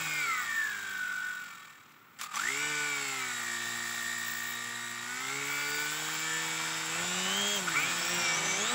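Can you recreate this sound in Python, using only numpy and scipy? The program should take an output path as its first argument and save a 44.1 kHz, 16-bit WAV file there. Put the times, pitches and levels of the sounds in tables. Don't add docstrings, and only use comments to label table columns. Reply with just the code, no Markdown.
import sys
import numpy as np
from scipy import signal
from scipy.fft import rfft, irfft, next_fast_len
from scipy.io import wavfile
from scipy.ndimage import map_coordinates

SR = 44100
rng = np.random.default_rng(int(sys.argv[2]) if len(sys.argv) > 2 else 0)


def int16_out(signal):
    q = np.round(np.clip(np.atleast_2d(signal).T, -1, 1) * 32767)
    wavfile.write(sys.argv[1], SR, q.astype(np.int16))


def linear_from_db(decibels):
    return 10 ** (np.asarray(decibels, float) / 20)


N = 385434

# (pinion [dB], commutator [dB], second whine [dB], grind [dB])
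VOICES = [
    (-62, -39, -42, -7.5),
    (-57.5, -46, -43, -6.5),
    (-59.5, -35.5, -32.5, -6),
    (-54.5, -47.5, -37, -8.5),
]
# (multiple of the rotor [1], level [dB])
COMMUTATOR = [(19, -8), (20, 2), (21, -23)]
# (frequency [Hz], gain [dB])
COMMUTATOR_PATH = [(900, -60), (1080, -19), (1170, -17.5), (1300, 3), (1380, -1), (1500, -3.5),
                   (1580, -15.5), (1750, -10)]
# (multiple of the rotor [1], level [dB])
WORN_GEAR = [(27, -25), (28, -6), (29, -45)]
# (multiple of the rotor [1], level [dB])
DOUBLE_MESH = [(60, -9), (63, -11), (64, 0), (65, -13), (68, -6)]


def unit(x):
    return x / np.sqrt(np.mean(x ** 2) + 1e-20)


def along(points, hz):
    f, v = np.transpose(points)
    return np.interp(np.log(hz + 1), np.log(f + 1), v)


def curves(rows):
    s, *cols = np.transpose(rows)
    return [np.interp(np.arange(N) / SR, s, c) for c in cols]


def wobble(rate):
    knots = rng.standard_normal(int(N * 400 / SR) + 4)
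    return map_coordinates(knots, [np.arange(N) * min(rate, 399) / SR], order=1)


def filtered(x, response):
    m = next_fast_len(N + 8192)
    return irfft(rfft(x, m) * response(np.fft.rfftfreq(m, 1 / SR)), m)[:N]


def turn(turns, orders, drift_db, count=60):
    steps = 1024
    k, db = np.transpose(orders)
    lines = np.zeros((count, steps // 2 + 1), complex)
    phase = np.exp(2j * np.pi * rng.random(len(k)))
    lines[:, k.astype(int)] = linear_from_db(db + drift_db * rng.standard_normal((count, len(k)))) * phase
    wave = irfft(lines, steps) * steps / np.sqrt(2)
    wave = np.c_[wave, wave[:, 0]]
    moment = np.arange(len(turns)) * (count - 1) / N
    return map_coordinates(wave, [moment, turns % 1 * steps], order=1)


def sing(turns, voices):
    return sum(linear_from_db(db) * turn(turns, orders, drift_db=0.8) for db, orders in voices)


def motor(rows, slots, slot_path, upper, path, voice):
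    # (multiple of the rotor [1], level [dB])
    blade = [(1, -30.5), (2, -3.5)]
    pinion = [(4, 2.5), (6, -9), (8, -21), (12, -11)]
    mesh = [(32, 0)]
    runout = [(29, -14), (30, -15), (31, -2), (33, -11)]
    shake = [(24, -3.5), (36, 2)]
    brushes = [(3, 9), (5, 6.5), (6, 19), (8, 11), (12, 1), (16, 4), (24, 5.5), (25, 1), (28, 2.5),
               (29, 1.5), (36, -1), (37, 3.5), (39, 1.5), (40, 2), (44, -1.5), (48, 4), (56, 4), (64, 13)]

    t = np.arange(N) / SR
    on = np.clip(np.minimum(t - rows[0][0] + 0.02, rows[-1][0] + 0.099 - t) / 0.023, 0, 1)
    span = on > 0
    speed, blade_db, mesh_db = np.array(curves(rows))[:, span]
    turns = np.cumsum(speed * (1 + 0.001964 * wobble(30)[span])) / SR

    pinion_db, slot_db, upper_db, grind_db = voice
    idle_db = 0.88 * np.minimum(mesh_db + 53.5, 0)
    pinion_db = pinion_db + 0.41 * (blade_db + 51.5)
    slot_db = slot_db + idle_db + along(slot_path, 20 * speed)
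    loudest = max(upper, key=lambda pair: pair[1])[0]
    upper_db = upper_db + idle_db + along(path, loudest * speed) + 3.5 * wobble(70)[span]
    runout_db = mesh_db - 0.35 * np.maximum(speed - 78, 0)
    shake_hz, shake_width_hz = 62.1, 2.45
    shake_db = -44.5 + idle_db - 6 * ((speed - shake_hz) / shake_width_hz) ** 2

    hum = sing(turns, [(blade_db, blade), (pinion_db, pinion)])
    whine = sing(turns, [(shake_db, shake), (slot_db, slots), (mesh_db, mesh),
                         (runout_db, runout), (upper_db, upper)])
    push = np.clip(np.gradient(speed) * SR / 150, 0, 1)
    whine = whine * linear_from_db(push * (6 * np.cos(2 * np.pi * turns) + 3 * wobble(60)[span] - 3))

    teeth = [(k, 2.5 * (k % 4 == 0 and k > 72)) for k in range(3, 140) if k not in (31, 32)]
    brush_db = idle_db - 0.34 * np.maximum(speed - 75.2, 0)
    grind = turn(turns, teeth, drift_db=4.5) + linear_from_db(brush_db) * turn(turns, brushes, drift_db=5.0)
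    grind = grind * linear_from_db(grind_db + idle_db / 3 + 0.151 * (speed - 61.5))

    tight = 3.0 * (60 / speed) ** 3.03 * np.cos(2 * np.pi * turns + 0.13)
    beat = tight + 3.2 * np.cos(4 * np.pi * turns + 3.5) + 3.3 * np.cos(8 * np.pi * turns + 1.9)
    out = np.zeros((5, N))
    out[:, span] = hum, whine, grind, beat, linear_from_db(blade_db)
    return on * out


def coasting_rotor():
    # (time [s], rotor speed [Hz], blade thrust [dB], gear load [dB])
    coasting = [(0.0, 80.15, -46.5, -41.5), (0.2, 74.94, -52, -39.5), (0.334, 64.66, -66, -35.5),
                (0.448, 59.8, -62, -42), (0.646, 54.66, -70, -33), (0.786, 50.1, -64, -42),
                (1.102, 46.92, -69, -39.5), (1.292, 47.6, -72, -42.5), (1.45, 45.6, -78, -49),
                (1.62, 40.3, -93, -65),
        (1.899, 37.2, -105, -85),
        (2.152, 33.6, -101, -85),
    ]
    # (frequency [Hz], gain [dB])
    path = [(1100, -10), (1300, -17), (1450, -34), (1700, -66), (2000, -2), (2130, 9.5), (2300, -5.5),
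            (2480, -2.5)]
    return motor(coasting, COMMUTATOR, COMMUTATOR_PATH, WORN_GEAR, path, VOICES[0])


def stalled_rotor():
    # (time [s], rotor speed [Hz], blade thrust [dB], gear load [dB])
    stall = [
        (2.21, 38.57, -95, -52.5),
        (2.33, 39.02, -92, -51),
    ]
    spin_up = [(2.36, 33.67, -87, -45.5), (2.442, 55.11, -63, -37.5), (2.504, 66.8, -56, -38),
               (2.62, 74.1, -52, -41.5), (2.7, 75.1, -49, -45), (2.864, 73.56, -54.5, -41),
               (3.094, 68.1, -54, -43.5), (3.344, 60.28, -58, -45.5), (3.5, 58.97, -58, -39)]
    hold_and_climb = [(3.599, 58.6, -55, -42.5), (4.21, 58.74, -56.5, -40.5), (5.02, 59.3, -57.5, -45.5),
                      (5.18, 63.37, -59, -49), (5.301, 67.6, -53, -43), (5.38, 70.04, -48.5, -42),
                      (5.51, 71.4, -52, -42.5), (5.669, 72.6, -53, -48), (5.87, 74.7, -52, -44.5),
                      (6.01, 77.75, -51, -54.5), (6.381, 80.7, -49, -51), (6.87, 80.14, -49, -56),
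                      (6.95, 82.35, -47, -40), (7.0, 85.9, -43.5, -48), (7.282, 94.7, -40.5, -34.5),
                      (7.411, 100.6, -40, -31.5), (7.541, 102.8, -44.5, -38.5), (7.575, 99.1, -41, -31)]
    power_off = [
        (7.61, 92.7, -40.5, -72),
        (7.819, 70.66, -51, -80),
        (7.97, 61.46, -62, -85),
        (8.3, 57.1, -62, -93),
    ]
    # (multiple of the rotor [1], level [dB])
    slots = [(19, -13), (20, 1.5), (21, -11), (24, -6.5)]
    # (frequency [Hz], gain [dB])
    slot_path = [(900, -22), (1170, -13.5), (1300, 0), (1385, -12), (1425, 1), (1550, 0), (1610, -11),
                 (1750, -27)]
    path = [(2200, -15), (3500, -19), (3750, -4.5), (4000, -37), (5200, -16), (6000, -4), (6450, 1.5)]
    return motor(stall + spin_up + hold_and_climb + power_off, slots, slot_path, DOUBLE_MESH, path, VOICES[1])


def third_rotor():
    # (time [s], rotor speed [Hz], blade thrust [dB], gear load [dB])
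    run = [(7.685, 44.95, -71, -32), (7.73, 58.65, -65, -40), (7.77, 70.9, -53, -29),
           (7.878, 88.7, -48, -45), (7.996, 87.14, -47, -70), (8.114, 90.05, -55, -58.5),
           (8.272, 82.4, -48, -56.5), (8.39, 81.15, -43.5, -60), (8.7, 80.85, -52.5, -60.5)]
    # (frequency [Hz], gain [dB])
    path = [(1200, 1), (1600, -9), (2100, -10), (2300, -2.5), (2480, -2)]
    return motor(run, COMMUTATOR, COMMUTATOR_PATH, WORN_GEAR, path, VOICES[2])


def fourth_rotor():
    # (time [s], rotor speed [Hz], blade thrust [dB], gear load [dB])
    run = [(7.9, 78.3, -67, -63), (8.0, 83.2, -63, -51), (8.14, 88.25, -41.5, -42), (8.33, 86.8, -60, -41),
           (8.37, 93.6, -53, -45), (8.56, 96, -48.5, -46), (8.62, 104.6, -42, -35), (8.7, 119.4, -50, -36),
           (8.74, 123.7, -35.5, -55)]
    # (multiple of the rotor [1], level [dB])
    slots = [(6, -0.5), (8, 8.5), (23, -14), (24, -19), (25, -12)]
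    # (frequency [Hz], gain [dB])
    path = [(5050, -7), (5300, -3), (6100, 1), (7700, 3)]
    return motor(run, slots, COMMUTATOR_PATH, DOUBLE_MESH, path, VOICES[3])


def rings(hz):
    # (centre [Hz], width [Hz], gain [dB])
    resonances = [(416, 31, 7.5), (1157, 177, 7), (1356, 40, 6.5), (1476.5, 46, 8), (1802, 45, 8.5),
                  (2090, 65, 5), (2303.6, 53, 8.5), (3284, 48, 7), (3846, 67, 7.5)]
    return sum(db / (1 + (2 * (hz - c) / w) ** 2) for c, w, db in resonances)


def shell(hz):
    # (frequency [Hz], density [dB per Hz])
    colour = [(60, -54), (130, -10), (300, -16.5), (630, -10), (850, 1.5), (1100, -2), (1500, 4.5),
              (2350, 2), (2500, 4.5), (3700, -3.5), (4300, -4), (5500, -56), (9000, -120)]
    return linear_from_db(along(colour, hz) + rings(hz))


def carried_tones(hum, whine):
    # (frequency [Hz], gain [dB])
    hum_path = [(100, -1.5), (300, 1.5), (400, 0), (450, -3), (560, 3), (700, 5), (1300, -3)]
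    whine = filtered(whine, lambda hz: linear_from_db(1.1 * rings(hz) - 4))
    hum = filtered(hum, lambda hz: linear_from_db(0.95 * rings(hz) + along(hum_path, hz)))
    return hum + whine


def sparks(depth_db, rate):
    return unit(linear_from_db(depth_db * wobble(rate)) * rng.standard_normal(N))


def band(x, spectrum):
    return unit(filtered(x, lambda hz: linear_from_db(along(spectrum, hz))))


def rattle(grind, beat_db, crackle_db):
    # (time [s], level [dB], brightness [dB])
    levels = [(0.0, -35.5, 1.5), (0.8, -40.5, 0), (1.3, -44, 0), (1.65, -51, -0.5), (2.1, -64, -11),
              (2.175, -60, -2), (2.2, -40.5, -1), (2.245, -39.5, 3.5), (2.29, -51.5, -1),
              (2.36, -34.5, 1.5), (2.9, -34.5, 0), (4.05, -38.5, 4.5), (5.0, -40, 1), (5.3, -34.5, -0.5),
              (5.9, -33.5, 0), (7.0, -32.5, -0.5), (7.7, -32, 0), (8.74, -32, -2)]
    # (time [s], level over the rattle [dB])
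    loose = [
        (.3, -5),
        (.8, -5.5),
        (1.6, -3.5),
        (2.16, -11),
        (2.2, -43),
    ]
    # (frequency [Hz], density [dB per Hz])
    sizzle_colour = [(2180, -28), (3700, 2.5), (3870, -5), (4140, -25), (4380, 0), (4800, -1), (5420, 0),
                     (5920, -2.5), (6770, 0), (7010, 4.5), (7440, 7), (8010, 4), (8600, -34), (11200, -55),
                     (18900, -120)]
    fizz_colour = [(4710, -58), (8000, -19), (8420, -3), (9040, -6.5), (10500, -7.5), (11400, -10.5),
                   (14000, -12.5)]
    top_colour = [(7940, -40), (13500, -10.5), (15100, -3.5), (15700, 2)]

    shell_db, bright_db = curves(levels)
    sizzle_db = -6.5 + 0.73 * bright_db
    fizz_db = -18 + 1.3 * bright_db
    top_db = -13 + 1.6 * bright_db + crackle_db
    grind = 0.75 * grind / np.sqrt(140)

    body = unit(filtered(grind + linear_from_db(1.1 * beat_db) * sparks(1.5, 300), shell))
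    sizzle = band(linear_from_db(1.5) * grind + linear_from_db(0.68 * beat_db) * sparks(1, 350), sizzle_colour)
    spits_db = 0.65 * wobble(43)
    fizz = band(linear_from_db(0.34 * beat_db + spits_db) * sparks(2.0, 380), fizz_colour)
    top_swing_db = 0.8 * beat_db + 0.5 * spits_db + 2.5 * wobble(70)
    top = band(linear_from_db(top_swing_db) * sparks(4, 200), top_colour)
    highs = linear_from_db(sizzle_db) * sizzle + linear_from_db(fizz_db) * fizz + linear_from_db(top_db) * top

    knocking = linear_from_db(beat_db) * rng.standard_normal(N)
    hollow = unit(filtered(knocking, lambda hz: (hz > 1000) * shell(hz) * linear_from_db(2 * rings(hz))))
    return linear_from_db(shell_db) * (linear_from_db(-4.5) * body + highs + linear_from_db(curves(loose)[0]) * hollow)


def knocks():
    # (time [s], peak [dB], ping frequency [Hz], ping level [dB])
    jerks = [
        (1.894, -41, 5160, -16),
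        (1.92, -40, 5260, -23),
        (2.188, -28, 7310, -2),
        (2.212, -13, 7050, -24),
        (2.234, -24, 7120, 4),
        (2.239, -22, 7460, -14),
        (2.357, -16.5, 6000, 3),
        (2.408, -26, 7300, 11),
    ]
    out = np.zeros(N + SR)
    t = np.arange(SR // 20) / SR
    for s, db, hz, ping_db in jerks:
        crack = linear_from_db(-4.0 - 60 * t / 0.039) * rng.standard_normal(len(t)) * np.minimum(t / 0.00097, 1)
        ping = linear_from_db(ping_db - 60 * t / 0.02) * np.sin(2 * np.pi * hz * t) * np.minimum(t / 0.00084, 1)
        out[round(s * SR):][:len(t)] += linear_from_db(db - 7.5) * (crack + ping)
    return filtered(out[:N], lambda hz: 1 / (1 + (600 / (hz + 1)) ** 4) / (1 + (hz / 8500) ** 2))


def top_spells():
    # (time [s], length [s], crackle [dB], whistle [dB])
    spells = [(-0.1, 3, 7, -20), (2.283, 0.6, -10, 5), (4.259, 0.32, 10, -16), (4.64, 0.73, -1, 0.5),
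              (5.449, 0.77, 8.5, 1), (6.3, 0.95, -1, 2), (7.33, 0.278, 5, -18), (7.78, 0.46, 6, -14),
              (8.26, 0.39, -16, 3), (8.643, 0.2, 2, -14)]
    t = np.arange(N) / SR
    edge_s = 0.04
    gains = np.zeros((2, N))
    for s, length, crackle_db, whistle_db in spells:
        inside = np.clip(np.minimum(t - s, s + length - t) / edge_s + 0.5, 0, 1)
        gains += np.outer([crackle_db, whistle_db], inside)
    return gains


def chopper(whistle_db):
    on = np.arange(N) > 2.27 * SR
    fuzz = filtered(rng.standard_normal(N), lambda hz: 1 / (1 + ((hz - 10500) / 260) ** 4))
    return on * linear_from_db(-64 + whistle_db + 0.62 * wobble(43)) * unit(fuzz)


def wash(flow):
    # (frequency [Hz], density [dB per Hz])
    colour = [(25, -70), (60, -36), (100, -4.5), (150, -3), (400, -9), (800, 2), (1300, -5), (4000, -120)]
    gusts = linear_from_db(2.5 * wobble(60)) * rng.standard_normal(N)
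    return linear_from_db(-5) * flow * band(gusts, colour)


def room():
    # (frequency [Hz], density [dB per Hz])
    colour = [(15, -53), (25, -23), (37, -32), (107, 0.5), (228, 4), (637, -9.5), (1390, 6.5), (1590, -5),
              (2090, -2), (4570, -18), (7630, -18), (10300, -29), (15800, -7.5)]
    return linear_from_db(-57.5) * band(rng.standard_normal(N), colour)


def scene():
    rotors = coasting_rotor() + stalled_rotor() + third_rotor() + fourth_rotor()
    hum, whine, grind, beat_db, flow = rotors
    beat_top_db = 5.5
    beat_db = beat_top_db * np.tanh(beat_db / beat_top_db)
    crackle_db, whistle_db = top_spells()
    drone = carried_tones(hum, whine) + rattle(grind, beat_db, crackle_db) + knocks()
    drone = drone + chopper(whistle_db) + wash(flow)
    return np.tile(drone + room(), (2, 1))


def band_limit(x):
    return signal.sosfilt(signal.butter(12, 17120, fs=SR, output="sos"), x)


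def record(dry):
    mono = filtered(dry[0], lambda hz: hz < 15720)
    return band_limit(np.array([mono, mono]))


dry = scene()
out = record(dry)
int16_out(out)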